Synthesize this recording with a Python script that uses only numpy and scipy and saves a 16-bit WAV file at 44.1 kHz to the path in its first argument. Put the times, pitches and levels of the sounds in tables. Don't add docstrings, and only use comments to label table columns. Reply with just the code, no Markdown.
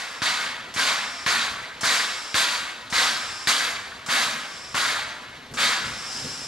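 import sys
import numpy as np
from scipy import signal
from scipy.fft import rfft, irfft, next_fast_len
from scipy.io import wavfile
from scipy.ndimage import uniform_filter1d

SR = 44100
rng = np.random.default_rng(int(sys.argv[2]) if len(sys.argv) > 2 else 0)


def transcribe(u):
    v = np.clip(np.atleast_2d(u).T, -1, 1)
    q = np.round(v * 32767).astype(np.int16)
    wavfile.write(sys.argv[1], SR, q)


N = 285327
SIZE = next_fast_len(N)
HZ = np.maximum(np.arange(SIZE // 2 + 1) * SR / SIZE, 1)

# (time [s], low push peak [dB], crack peak [dB], jet level [dB], jet start against that [dB],
# attack [s], valve open [s], top hiss [dB], first rush [dB], upper roar [dB], first rush length [s])
BEATS = [(-.33, -60, -60, -19, -5, .02, 0.22, 5, 0, 0, .1),
         (.2190, -27, -16, -22, -2, 0.017, 0.21, -0.5, 2, 0, 0.092),
         (0.7623, -29.5, -30, -19, -7.5, 0.036, 0.15, 0, -1, 1, 0.098),
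         (1.2627, -27.5, -15, -20.5, 5, 0.0055, 0.18, -0.5, 1.5, -0.8, 0.12),
         (1.8322, -27, -27, -19, -6, .02, 0.15, 3.5, -0.1, 1.5, 0.057),
         (2.3436, -27, -7.5, -21.5, -2.5, 0.014, .2, 3.5, 2.5, 2, 0.093),
         (2.9252, -30, -28, -18, -5, 0.062, 0.13, 2, 0.86, 0.8, .11),
         (3.4723, -27, -13, -21.5, 1, 0.0057, 0.2, 3, 4.5, 0.5, 0.062),
         (4.0855, -30.5, -30, -19, -6, 0.031, 0.15, 3.5, -1, 0.3, 0.065),
         (4.744, -30, -18, -19, -2, 0.036, 0.15, 1.5, -0.8, -0.5, 0.093),
         (5.5705, -52, -36, -18.5, -10, 0.041, 0.12, 1.5, 0.4, 1, 0.084)]
# (frequency [Hz], level [dB per Hz])
JET_COLOUR = [(90, -30), (250, -13.5), (390, -22), (480, -14), (900, -8), (1050, -5.5), (1600, -3),
              (2300, -3.5), (2750, -2), (3400, -3.5), (4750, -7.5), (5150, -11.5), (7000, -12.5),
              (11000, -24), (13000, -30.5), (14300, -14)]
# (centre [Hz], width [Hz], boost [dB])
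CHIMNEY = [(994, 40, 4), (1140, 60, 3), (1252, 50, 4), (1365, 40, 3), (1463, 25, 6), (1571, 35, 5),
           (1694, 35, 5), (1800, 40, 2), (1932, 60, 3), (2179, 45, 5), (2288, 25, 5), (2582, 40, 3),
           (2783, 50, 3), (2800, 600, -3), (3219, 40, 3), (3500, 50, 3), (3715, 35, 4), (3839, 50, 4),
           (4038, 50, 4), (4528, 40, 2), (4650, 300, 3)]
# (opens [s], shuts [s], first spit [dB], rise of the flow [s],
# flow level before fading [dB], fade [dB per s])
COCK = [(-.35, .22, -60, .2, -43, 13), (0.74, 1.26, -33.5, .2, -40.5, 8.5),
        (1.809, 2.343, -32.5, 0.15, -36.5, 12), (2.901, 3.464, -39, 0.11, -37, 10),
        (4.062, 4.743, -36.5, 0.5, -44, 5), (5.538, 5.88, -39, .15, -41, 31.5),
        (5.85, 6.6, -56, 0.3, -32.5, 12.5)]
# (frequency [Hz], level [dB per Hz])
COCK_COLOUR = [(350, -26), (700, -14.5), (1360, -8.5), (2000, -12.5), (2900, -11), (4300, -12.5),
               (6300, -12.5), (7500, -15), (8600, -17), (9600, -24), (11800, -33.5), (13000, -33),
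               (14300, -46)]
# (centre [Hz], width [Hz], boost [dB])
COCK_WHISTLES = [(4980, 260, 9), (5330, 240, 10), (5620, 160, 7), (7550, 700, 5), (10650, 800, 8)]
# (frequency [Hz], change [dB])
SPIT_TILT = [(1000, 0), (3500, -5), (5200, 0.5), (8000, 2), (13000, 4)]
# (frequency [Hz], level [dB per Hz])
BLOWER_COLOUR = [(210, -22), (350, -9), (442, -11.5), (492, -7.5), (575, -11.5), (621, -5.5), (651, -9),
                 (3990, -13), (13200, -38), (14200, -57)]
# (time [s], fire and wheels [dB], deep gusts [dB])
RUMBLE = [(0, -66, -64), (.7, -52, -61), (1.1, -60, -64), (1.58, -50, -54), (2.1, -63, -65),
          (3, -59.5, -60.5), (3.9, -56.5, -58), (4.3, -52, -62), (5, -58.5, -57.5), (5.45, -51.5, -55),
          (5.6, -43, -50), (5.74, -56, -59), (5.87, -39, -44.5), (6.05, -51, -61), (6.24, -41, -50),
          (6.47, -47, -57)]
# (frequency [Hz], level [dB per Hz])
RUMBLE_COLOUR = [(110, -17.5), (140, -2), (190, -7), (250, -0.5), (330, -11.5), (500, -8.5), (800, -35)]
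# (frequency [Hz], level [dB per Hz])
GUST_COLOUR = [(15, -40), (25, -35), (40, -8), (65, 4.5), (90, 1.5), (125, 6), (160, -34), (250, -60)]
# (frequency [Hz], likeness [1 = the same])
LIKENESS = [(30, 1), (70, 0.99), (200, 1), (280, 1), (430, 0.61), (710, 0.91), (1160, 0.7), (2100, 0.97),
            (2900, 0.87), (4000, 0.96), (5200, 0.64), (7000, 0.4), (9500, 0.53), (11200, 1)]
# (frequency [Hz], phase lead [radians])
LEFT_LEADS = [(300, 0.061), (700, -0.055), (1100, 0.053), (2070, -0.92), (2900, -0.87), (4000, -0.55),
              (5200, -0.05), (7000, -0.34), (10500, 0)]
# (frequency [Hz], difference [dB])
LEFT_LOUDER = [(60, 0.5), (300, 0.1), (700, 0.8), (1500, 2), (2200, 0.5), (4000, -1), (7000, 2), (10500, 0)]
# (time [s], left louder by [dB])
BEARING = [(0, -0.6), (3, -0.5), (4.5, -0.5), (6.47, 0)]

SAG_DB_PER_S, RELEASE_DB_PER_S = 18.5, 66
TAIL_DB, TAIL_DB_PER_S = -13, 24
UPPER_FOLLOWS, TOP_FOLLOWS, BASS_FOLLOWS = 0.24, 0.51, 0.063
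FRONT_DULL_DB, FRONT_S = -8.5, 0.0069
RUSH_ENDS_S = 0.0096
RUSH_BRIGHTENS, UPPER_RUSH = 0.56, 0.26
HOLLOW_DB, HOLLOW_FILLS = -3.5, 0.16
SPIT_DB_PER_S, SPIT_FRONT_DB, SPIT_FRONT_S = 84, 1.5, 0.007
RISE_FROM_DB, SHUT_DB_PER_S = -12, 200
WHISTLE_STARTS_DB, WHISTLE_SWELLS_DB_PER_S = -6, 9.5
BLOWER_DB = -46
FIRE_FOLLOWS = 0.088
CUTOFF_HZ = 14500


def jet(middle_hz=2000):
    below_db, peak_db, bright_db, roar_db = uniform_filter1d(np.array(pressure()), size=24)
    bass_db = BASS_FOLLOWS * below_db
    upper_db = UPPER_FOLLOWS * below_db + roar_db
    top_db = TOP_FOLLOWS * below_db + bright_db
    roar = turbulence(at_hz(JET_COLOUR) + bumps(CHIMNEY), rough_db=0.38, rough_hz=201)
    roar = rfft(heard(roar), SIZE)
    octave = np.log2(HZ / middle_hz)
    puffs_db = 0.51 * drift(8.4)
    out = 0
    for centre in np.arange(-4.5, 3.1, .5):
        band = irfft(roar * np.clip(1 - 2 * abs(octave - centre), 0, 1), SIZE)[:, :N]
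        upper_share = np.interp(centre, [0, 1, 2.5], [0, 1, 0])
        top_share = np.interp(centre, [1, 2.5], [0, 1])
        colour_db = bass_db * min(centre, 0) + upper_db * upper_share + top_db * top_share
        if centre == .5:
            colour_db = colour_db + HOLLOW_DB - HOLLOW_FILLS * below_db
        flicker_db = puffs_db + 1.2 * drift(22)
        out = out + band * from_db(peak_db + below_db + colour_db + flicker_db)
    return out


def pressure():
    t = np.arange(N) / SR
    beats = np.array(BEATS)
    latest = beats[np.searchsorted(beats[:, 0], t) - 1]
    s, _, _, peak_db, start_db, attack, hold, top_db, burst_db, upper_db, rush = latest.T
    age = t - s
    since_shut = np.maximum(age - hold, 0)
    blast = -SAG_DB_PER_S * np.minimum(age, hold) - RELEASE_DB_PER_S * since_shut
    tail = TAIL_DB - TAIL_DB_PER_S * since_shut
    rush_db = burst_db / (1 + np.exp(np.minimum((age - rush) / RUSH_ENDS_S, 50)))
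    front_db = FRONT_DULL_DB * np.exp(-age / FRONT_S)
    both_db = 10 * np.log10(from_db(2 * blast) + from_db(2 * tail))
    below_db = both_db + start_db * np.clip(1 - age / np.maximum(attack, .001), 0, 1)
    bright_db = top_db + RUSH_BRIGHTENS * rush_db + front_db
    roar_db = upper_db + UPPER_RUSH * rush_db + 0.99 * front_db
    return below_db, peak_db + rush_db, bright_db, roar_db


def pushes():
    _, push_db, crack_db = np.transpose(BEATS)[:3]
    low_swing = pulses(push_db, low_hz=83.6, high_hz=284)
    return low_swing + pulses(crack_db, low_hz=1500, high_hz=4200)


def pulses(peaks_db, low_hz, high_hz):
    kick = np.zeros(2000)
    kick[0] = 1
    band = signal.butter(2, [low_hz, high_hz], "band", fs=SR, output="sos")
    swing = signal.sosfilt(band, kick)
    clicks = np.zeros(N + SR)
    clicks[np.round(np.array(BEATS)[:, 0] * SR).astype(int) + SR] = from_db(peaks_db)
    return signal.fftconvolve(clicks, swing / abs(swing).max())[SR:SR + N]


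def drain_cock():
    t = np.arange(N) / SR
    spit, flow, whistle = 0, 0, 0
    for opens, shuts, spit_db, rise, flow_db, fade in COCK:
        age = np.maximum(t - opens, 0)
        gate = (t >= opens) * from_db(-SHUT_DB_PER_S * np.maximum(t - shuts, 0))
        pop_db = SPIT_FRONT_DB * np.exp(-age / SPIT_FRONT_S)
        spit = spit + gate * from_db(spit_db - SPIT_DB_PER_S * age + pop_db)
        rise_db = RISE_FROM_DB * np.clip(1 - age / rise, 0, 1)
        stream = gate * from_db(flow_db - fade * age + rise_db)
        flow = flow + stream
        swell_db = WHISTLE_SWELLS_DB_PER_S * np.minimum(age, shuts - opens)
        whistle = whistle + stream * from_db(WHISTLE_STARTS_DB + swell_db)
    hiss = turbulence(0, rough_db=-0.5, rough_hz=120) * from_db(at_hz(COCK_COLOUR))
    spit_noise = heard(hiss * from_db(at_hz(SPIT_TILT)))
    whistle_noise = heard(hiss * (from_db(bumps(COCK_WHISTLES)) - 1))
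    return spit * spit_noise + flow * heard(hiss) + whistle * whistle_noise


def blower():
    return from_db(BLOWER_DB) * heard(turbulence(at_hz(BLOWER_COLOUR), rough_db=-1.4, rough_hz=30))


def scatter(dry, echo_db=-8, t60=0.14):
    t, step = np.arange(int(.12 * SR)) / SR, int(.15 * SR)
    fade = np.hanning(2 * step + 1)[:-1]
    padded = np.pad(dry, ((0, 0), (step, 2 * step)))
    out = np.zeros((2, N + 4 * step + len(t)))
    for a in range(0, N + step, step):
        echoes = rng.standard_normal(len(t)) * from_db(-60 * t / t60) * (t > .002)
        echoes *= from_db(echo_db) / np.sqrt(np.sum(echoes ** 2))
        piece = padded[:, a:a + 2 * step] * fade
        out[:, a:a + 2 * step + len(t) - 1] += signal.fftconvolve(piece, echoes[None], axes=1)
    return dry + out[:, step:step + N]


def rumble():
    fire_db, gust_db = in_time(RUMBLE)
    draught_db = uniform_filter1d(pressure()[0], size=3000)
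    draw_db = FIRE_FOLLOWS * (draught_db - draught_db.mean())
    fire = heard(turbulence(at_hz(RUMBLE_COLOUR), rough_db=3.0, rough_hz=24))
    gusts = heard(turbulence(at_hz(GUST_COLOUR), rough_db=3.5, rough_hz=4.9))
    return from_db(fire_db + draw_db) * fire + from_db(gust_db) * gusts


def turbulence(colour_db, rough_db, rough_hz):
    lumps = from_db(rough_db * drift(rough_hz))
    direct, stray = rfft(rng.standard_normal((2, N)) * lumps, SIZE)
    alike = np.clip(at_hz(LIKENESS), 0, 1)
    lean = from_db(at_hz(LEFT_LOUDER) / 2) * np.exp(.5j * at_hz(LEFT_LEADS))
    mid, side = np.sqrt(1 + alike) * direct, np.sqrt(1 - alike) * stray
    return from_db(colour_db) * np.array([(mid + side) * lean, (mid - side) / lean])


def drift(rate):
    r = np.exp(-16 * np.pi * rate / SR)
    noise = rng.standard_normal(N // 8 + 6002)
    slow = signal.lfilter([1], [1, -2 * r, r * r], noise)[6000:]
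    return np.interp(np.arange(N) / 8, np.arange(len(slow)), rms_one(slow))


def heard(spectrum):
    return rms_one(irfft(spectrum, SIZE)[:, :N])


def bumps(peaks):
    return sum(db / (1 + (2 * (HZ - hz) / width) ** 2) for hz, width, db in peaks)


def at_hz(points):
    hz, value = np.array(points).T
    return np.interp(np.log(HZ), np.log(hz), value)


def in_time(rows):
    s, *columns = np.transpose(rows)
    return [np.interp(np.arange(N) / SR, s, c) for c in columns]


def rms_one(x):
    return x / np.sqrt(np.mean(x ** 2) + 1e-20)


def from_db(db):
    return 10 ** (np.asarray(db) / 20)


def scene():
    engine = scatter(jet() + pushes() + drain_cock() + blower())
    left_right_db = in_time(BEARING)[0] * [[.5], [-.5]]
    return engine * from_db(left_right_db) + rumble()


def record(dry):
    return signal.sosfilt(signal.cheby2(12, 70, CUTOFF_HZ, fs=SR, output="sos"), dry)


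dry = scene()
out = record(dry)
transcribe(out)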